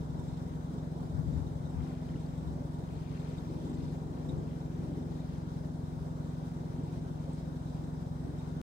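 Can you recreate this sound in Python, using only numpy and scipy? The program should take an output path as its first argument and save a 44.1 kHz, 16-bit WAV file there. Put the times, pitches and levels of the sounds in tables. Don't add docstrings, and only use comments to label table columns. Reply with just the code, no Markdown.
import sys
import numpy as np
from scipy import signal
from scipy.fft import rfft, irfft, next_fast_len
from scipy.io import wavfile
from scipy.ndimage import uniform_filter1d

SR = 44100
rng = np.random.default_rng(int(sys.argv[2]) if len(sys.argv) > 2 else 0)


def amplitude_ratio(level_db):
    exponent = np.asarray(level_db, float) / 20
    return 10 ** exponent


def to_wav(sig):
    pcm = np.clip(np.atleast_2d(sig), -1, 1) * 32767
    pcm = np.round(pcm).astype(np.int16)
    wavfile.write(sys.argv[1], SR, pcm.T)


N = 383229
LAG_SAMPLES = 19.4

# (time [s], rate [Hz])
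FIRING_RATE = [(0.0, 21.877), (0.6, 22.075), (1.4, 21.757), (2.0, 21.9), (2.4, 22.091), (4.0, 21.93),
               (5.0, 21.932), (5.4, 22.127), (5.8, 21.919), (6.0, 22.022), (6.6, 22.043), (7.2, 21.876),
               (8.2, 22.044), (8.6, 21.71)]
# (multiple of firing rate [1], left level [dB], right level [dB])
EXHAUST_ORDERS = [(2.0, -61, -60), (3.0, -49, -50), (4.0, -50, -55), (5.0, -49, -52), (6.0, -51, -51),
                  (7.0, -42, -43), (7.5, -59, -60), (8.0, -46, -48), (8.5, -66, -77), (9.0, -58, -62),
                  (10.0, -69, -64), (11.0, -68, -70), (13.0, -61, -65), (14.0, -65, -66), (16.0, -63, -65),
                  (18.0, -69, -69), (20.0, -70, -75), (22.0, -75, -71)]
# (left level [dB], right level [dB], decay to -60 dB [s], delay [firings], share of a hard blow [1])
VALVE_PARTS = [(-84, -80.5, 0.037, 0.18, 0.81), (-82.5, -81.5, 0.014, 0.13, .6),
               (-94, -83, .015, 0.043, .4), (-94, -84, 0.063, .3, .3), (-95, -80.5, .03, 0.089, 0.71),
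               (-100, -80.5, 0.0083, 0.17, 0.25), (-106, -109.5, .02, 0.5, 0.33), (-108, -97, .01, .55, .3),
               (-73, -69.5, 0.076, 0.27, 0.092), (-100, -91, .001, 0.093, 0.2)]
VALVE_HZ = [3737, 3640, 5450, 6274, 7497, 8350, 11060, 11480, 950, 13500]
CYLINDERS_DB = [5, 3, 5, -3]
# (time [s], level [dB])
HARD_BLOWS = [(0.0922, -65), (0.1999, -63), (0.2877, -64), (0.3805, -64), (0.6045, -67), (0.6659, -65),
              (0.7861, -50), (1.1563, -63), (1.3339, -58), (1.477, -63), (1.6541, -65), (1.7015, -65.5),
              (2.2039, -64), (2.384, -60), (2.4718, -62), (2.7467, -67), (2.9796, -58), (3.3872, -60),
              (4.0238, -64), (4.2477, -67), (4.2981, -56), (4.6144, -58), (5.2106, -63), (7.2095, -63),
              (7.3008, -62), (7.4824, -67), (7.7533, -67), (7.8461, -61), (8.3933, -56)]
# (peak time [s], level [dB], length [s])
LOOSE_SPELLS = [(.25, 5, 0.44), (1.12, 1, 0.31), (1.421, 3, .2), (1.75, 3.5, .4), (2.25, 3, .5),
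                (2.78, 4, .15), (3.282, 5.5, .3), (3.72, 6.5, 0.37), (4.3, 3, .15), (5.057, 1, .12),
                (6.067, 1, .15), (6.85, 0.5, .3), (7.3, -4, .25), (7.7, 2.5, 0.39), (8.5, 2, .3)]
# (peak time [s], gurgle level [dB], length [s], fizz above gurgle [dB])
WAVELETS = [(0.322, -72.5, .15, 0.5), (.52, -71, .12, -14), (1.36, -71, .12, -6), (1.85, -67.5, 0.26, -13),
            (2.1, -67.5, 0.52, -8), (2.948, -68, 0.23, -11), (3.205, -62.5, 0.39, -7),
            (3.544, -69, 0.32, -5), (3.83, -67, 0.29, -2.5), (4.247, -70, 0.32, -8),
            (4.5, -67.5, 0.18, -11), (4.853, -69.5, 0.4, -13), (5.25, -68.5, .35, -5.5),
            (5.548, -75, 0.23, -4), (6.05, -82, .2, -2), (6.472, -72, 0.26, -8), (6.85, -69, 0.34, -9),
            (7.2, -72, .12, -10), (7.349, -71, 0.22, -3), (7.79, -73, 0.13, -7), (8.45, -71, .3, -5.5)]
# (frequency [Hz], level [dB])
GURGLE_COLOUR = [(500, -60), (900, -7), (1500, -7), (2100, -1), (2600, 0), (3300, -6), (4500, -40)]
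FIZZ_COLOUR = [(2500, -40), (3400, -5), (4400, 0), (5200, -4), (6500, -10), (9000, -14), (12000, -40)]
SPRAY_COLOUR = [(3000, -41), (6000, -1), (9000, 1), (12000, -7), (15000, -15)]
# (time [s], level [dB], frequency [Hz], left over right [dB])
DRIPS = [
    (1.804, -55, 2020, 9),
    (2.089, -57, 3000, 12),
    (2.14, -56, 1880, 11),
    (2.160, -53, 2750, 7),
    (2.263, -52, 4450, 6),
    (5.64, -58, 1770, 4),
    (7.333, -48, 8000, -8),
]
# (peak time [s], level [dB], length [s])
SURGES = [(.75, -47, 0.13), (1.0, -49.5, .2), (1.318, -47, 0.34), (1.867, -48, 0.17), (2.14, -49, .1),
          (2.557, -47.5, 0.32), (3.0, -51.5, 0.17), (3.704, -41.5, 0.5), (4.06, -48.5, 0.26),
          (4.364, -39.5, 0.27), (4.916, -42, 0.42), (5.7, -51, .1), (6.6, -51.5, .2), (6.8, -44.5, 0.16),
          (7.0, -50, 0.34), (7.53, -48.5, .12), (7.85, -50.5, .1), (8.32, -47.5, 0.11), (8.547, -50, 0.091)]
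# (frequency [Hz], level [dB])
SURGE_COLOUR = [(40, -41), (100, -2), (180, -3.5), (280, 1), (420, -8), (500, -14.5), (620, -29),
                (1200, -110)]
# (time [s], frequency [Hz], level [dB])
MOAN = [
    (2.48, 557, -76),
    (2.53, 583, -52.5),
    (2.62, 587, -53),
    (2.68, 538, -56),
    (2.73, 495, -82),
]
# (peak time [s], level [dB], length [s])
THUMPS = [(.14, -42, 0.17), (.33, -40.5, .14), (1.03, -46, .08), (1.18, -28.5, 0.098), (1.28, -31, 0.097),
          (1.364, -30, .1), (1.55, -43, 0.33), (1.782, -33.5, 0.089), (2.14, -40, 0.096), (2.36, -43, 0.11),
          (2.503, -35.5, 0.079), (3.827, -40, 0.13), (4.33, -35, 0.11), (5.98, -41, .1)]
# (frequency [Hz], level [dB])
WIND_COLOUR = [(35, -45), (55, -2.5), (75, 5.5), (100, -5.5), (140, 2.5), (200, -13.5), (300, -29),
               (500, -55), (1000, -110)]
# (frequency [Hz], density [dB per Hz])
WASH_LEFT = [(30, -104), (50, -90), (80, -71), (150, -67.5), (300, -73.5), (600, -77.5), (1000, -83),
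             (1500, -94), (2800, -104), (4000, -103), (8500, -108), (10300, -118), (13500, -117),
             (15600, -114)]
WASH_RIGHT = [(30, -104), (50, -94), (80, -69.5), (150, -67.5), (300, -72), (900, -85), (1500, -93.5),
              (2500, -110), (3300, -103), (5500, -102), (8600, -107), (9500, -113), (11000, -111),
              (12500, -116)]
# (frequency [Hz], likeness [1])
LIKENESS = [(60, 1), (250, 0.6), (450, 0.37), (1000, 0.87), (1500, 0.15), (6000, 0.09), (10000, 0.05)]
# (frequency [Hz], width [Hz], left [dB], right [dB])
HOUSING = [(1000, 380, 1, 2), (1240, 87, -1.5, 0.5), (1463, 170, 3, 1.5), (1770, 510, 2.2, -4),
           (2670, 320, -1.5, -1.5), (3220, 320, 1.5, 1), (3920, 390, -0.5, 2.5), (4420, 300, -0.5, -3),
           (7040, 540, -0.5, -3), (9000, 350, 2.5, -7), (9800, 360, 6, 1), (11100, 860, -11, 4),
           (14000, 2400, 1.5, -1)]


def exhaust(turns):
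    out = np.zeros((2, N))
    pipe_turns, pipe_spread = .27, .0143
    for order, left_db, right_db in EXHAUST_ORDERS:
        k = round(2 * order) / 2
        delay = pipe_turns * (k - 7) + pipe_spread * (k - 7) ** 2
        phase = 2 * np.pi * (k * turns - delay)
        side = left_leads(k * FIRING_RATE[0][1]) / 2 * np.array([[1], [-1]])
        level = ports_gain(left_db, right_db) * amplitude_ratio(0.49 * drift(2.4))
        out += level * np.sqrt(2) * np.cos(phase + side)
    return out


def valves(turns):
    out = np.zeros((2, N))
    luck = rng.standard_normal((int(turns[-1]) + 3, len(VALVE_PARTS)))
    hard_db = np.zeros(len(luck))
    blow_s, db = np.transpose(HARD_BLOWS)
    hard_firing = np.round(turns[(blow_s * SR).astype(int)] - .2).astype(int) + 1
    hard_db[hard_firing] = db + 69.5
    for part, (hz, row) in enumerate(zip(VALVE_HZ, VALVE_PARTS)):
        left_db, right_db, t60, late, share = row
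        firing = np.floor(turns - late).astype(int) + 1
        blow_db = np.take(CYLINDERS_DB, firing - 1, mode="wrap")
        blow_db = blow_db + share * hard_db[firing] + 1.8 * luck[firing, part]
        shake = .45 + amplitude_ratio(blow_db) * np.exp(-((turns - late) % 1) / .28)
        rattle = shake * rng.standard_normal((2, N))
        rattle[0] += 0.35 * np.roll(rattle[1], round(LAG_SAMPLES))
        r = amplitude_ratio(-60 / (t60 * SR))
        poles = [1, -2 * r * np.cos(2 * np.pi * hz / SR), r * r]
        ring = signal.lfilter([1, 0, -1], poles, rattle)
        out += ports_gain(left_db, right_db) * np.array([evened(port) for port in ring])
    return out * swells(*np.transpose(LOOSE_SPELLS), rise=0.44, floor_db=0)


def fan():
    hz = 250 + 0.5 * drift(1.43)
    tone = np.sin(2 * np.pi * np.cumsum(hz) / SR)
    return np.sqrt(2) * tone * amplitude_ratio(-49.5 + 0.98 * drift(5.6)) * ports_gain(-1.2, 1.2)


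def water():
    bubbles = bubble_shower()
    peak_s, peak_db, length_s, fizz_db = np.transpose(WAVELETS)
    running = swells(peak_s, peak_db, length_s, rise=0.48, floor_db=-80)
    foaming = swells(peak_s, peak_db + fizz_db, length_s, rise=0.48, floor_db=-87)
    spraying = swells(7.34, -75, .14, rise=0.58, floor_db=-100)
    gurgle = np.array([coloured(port, GURGLE_COLOUR) for port in bubbles]) * running
    fizz = np.array([coloured(port, FIZZ_COLOUR) for port in bubbles]) * foaming
    spray = coloured(bubbles[1], SPRAY_COLOUR) * spraying
    out = gurgle * ports_gain(1, -11) + fizz * ports_gain(3, -1.5) + spray * ports_gain(-6, 0)
    t = np.arange(400) / SR
    for start_s, db, hz, pan_db in DRIPS:
        ring = np.sin(2 * np.pi * hz * t * (1 + 6.0 * t))
        drip = amplitude_ratio(db) * ring * np.exp(-t * hz / 8) * np.minimum(t * hz / 3, 1)
        start = round(start_s * SR)
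        out[:, start:start + len(t)] += drip * ports_gain(pan_db / 2, -pan_db / 2)
    return out


def bubble_shower():
    t, bubbles = np.arange(400) / SR, np.zeros((2, N))
    struck = rng.random((2, N)) < 3000 / SR
    pops = struck * amplitude_ratio(2.6 * np.minimum(rng.exponential(1, (2, N)), 3.5))
    sizes = rng.integers(0, 16, (2, N))
    for size, hz in enumerate(np.geomspace(1100, 10000, 16)):
        ring = np.sin(2 * np.pi * hz * t * (1 + 8.4 * t))
        bubble = ring * np.exp(-t * hz / 4.8) * np.minimum(t * hz, 1)
        bubbles += signal.oaconvolve(pops * (sizes == size), bubble[None] * np.sqrt(hz))[:, :N]
    bubbles[1] += 0.2 * np.roll(bubbles[0], -round(LAG_SAMPLES))
    return bubbles


def surge():
    ahead, near_left, near_right = rng.standard_normal((3, N))
    lumps = amplitude_ratio(1.2 * drift(15.))
    ports = [ahead + 0.49 * near_left, np.roll(ahead, 8) + 0.43 * near_right]
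    roar = np.array([coloured(port * lumps, SURGE_COLOUR) for port in ports])
    roar = roar * swells(*np.transpose(SURGES), rise=.5, floor_db=-59)
    moan_hz = curve(MOAN) + 11.7 * drift(40.)
    moan_level = amplitude_ratio(curve(MOAN, order=2) + 2.0 * drift(30.))
    moan = np.sin(2 * np.pi * np.cumsum(moan_hz) / SR) * moan_level
    return roar * ports_gain(1, -1) + moan


def wind():
    eddies = coloured(rng.standard_normal(N) * amplitude_ratio(1.5 * drift(18.)), WIND_COLOUR)
    thumps = eddies * swells(*np.transpose(THUMPS), rise=0.44, floor_db=-62.5)
    return thumps * ports_gain(0, -18)


def wash():
    frames, hz = N // 256 + 5, np.fft.rfftfreq(1024, 1 / SR)
    a, b, c, d, patches = rng.standard_normal((frames, 513, 5)).T
    patches = evened(uniform_filter1d(uniform_filter1d(patches, 14, 0), 12, 1))
    flicker = evened(uniform_filter1d(rng.standard_normal(frames), 6))
    flicker = flicker * np.clip(hz / 2500, 0, 1)[:, None]
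    same = np.clip(read(LIKENESS, hz), 0, 1)[:, None]
    right = a + 1j * b
    shared = same * right * np.exp(1j * left_leads(hz))[:, None]
    left = shared + np.sqrt(1 - same ** 2) * (c + 1j * d)
    colour_db = np.array([read(WASH_LEFT, hz), read(WASH_RIGHT, hz)])[:, :, None]
    spectra = np.array([left, right]) * amplitude_ratio(colour_db + 1.2 * patches + 0.81 * flicker)
    return amplitude_ratio(16.5) * signal.istft(spectra, nperseg=1024, noverlap=768)[1][:, :N]


def left_leads(hz):
    return 0.73 * np.exp(-(hz / 1800) ** 2) - 2 * np.pi * hz * LAG_SAMPLES / SR


def ports_gain(left_db, right_db):
    return amplitude_ratio(np.array([[left_db], [right_db]]))


def swells(peak_s, peak_db, length_s, rise, floor_db):
    t = np.arange(0, N + 100, 100) / SR
    since = t - np.reshape(peak_s, (-1, 1))
    half = np.where(since < 0, rise, 1 - rise) * np.reshape(length_s, (-1, 1))
    power = amplitude_ratio(np.reshape(peak_db, (-1, 1)) - 6 * (since / half) ** 2) ** 2
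    return np.interp(np.arange(N) / SR, t, np.sqrt(power.sum(0) + amplitude_ratio(floor_db) ** 2))


def drift(hz):
    rate = 100
    steps = rng.standard_normal(N // rate + 1000)
    lowpass = signal.butter(2, hz, fs=SR / rate, output="sos")
    slow = signal.sosfilt(lowpass, steps)[900:]
    return np.interp(np.arange(N) / rate, np.arange(len(slow)), evened(slow))


def coloured(x, colour):
    size = next_fast_len(N)
    gain = amplitude_ratio(read(colour, np.fft.rfftfreq(size, 1 / SR)))
    return evened(irfft(rfft(x, size) * gain, size)[:N])


def evened(x):
    return x / np.sqrt(np.mean(x ** 2) + 1e-20)


def read(points, hz):
    f, value = np.transpose(points)
    return np.interp(np.log(hz + 1), np.log(f + 1), value)


def curve(rows, order=1):
    columns = np.transpose(rows)
    return np.interp(np.arange(N) / SR, columns[0], columns[order])


def scene():
    turns = -.013 + np.cumsum(curve(FIRING_RATE)) / SR
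    engine = exhaust(turns) + valves(turns) + fan()
    shore = water() + surge()
    return engine + shore + wind() + wash()


def top_cut(x):
    return signal.sosfilt(signal.butter(12, 16720, fs=SR, output="sos"), x)


def record(dry):
    size = next_fast_len(N)
    hz = np.fft.rfftfreq(size, 1 / SR)
    housing_db = 0
    for f, width, *db in HOUSING:
        housing_db = housing_db + np.outer(db, np.exp(-(2 * (hz - f) / width) ** 2 / 2))
    housed = irfft(rfft(dry, size) * amplitude_ratio(housing_db), size)[:, :N]
    bass_cut = signal.butter(3, 26, "high", fs=SR, output="sos")
    miked = signal.sosfilt(bass_cut, housed)
    band_limit = signal.firwin(1201, 15735, window=("kaiser", 9), fs=SR)
    limited = signal.oaconvolve(miked, band_limit[None], "same")
    end_s = 8.6149
    return top_cut(limited * (np.arange(N) < end_s * SR))


dry = scene()
out = record(dry)
to_wav(out)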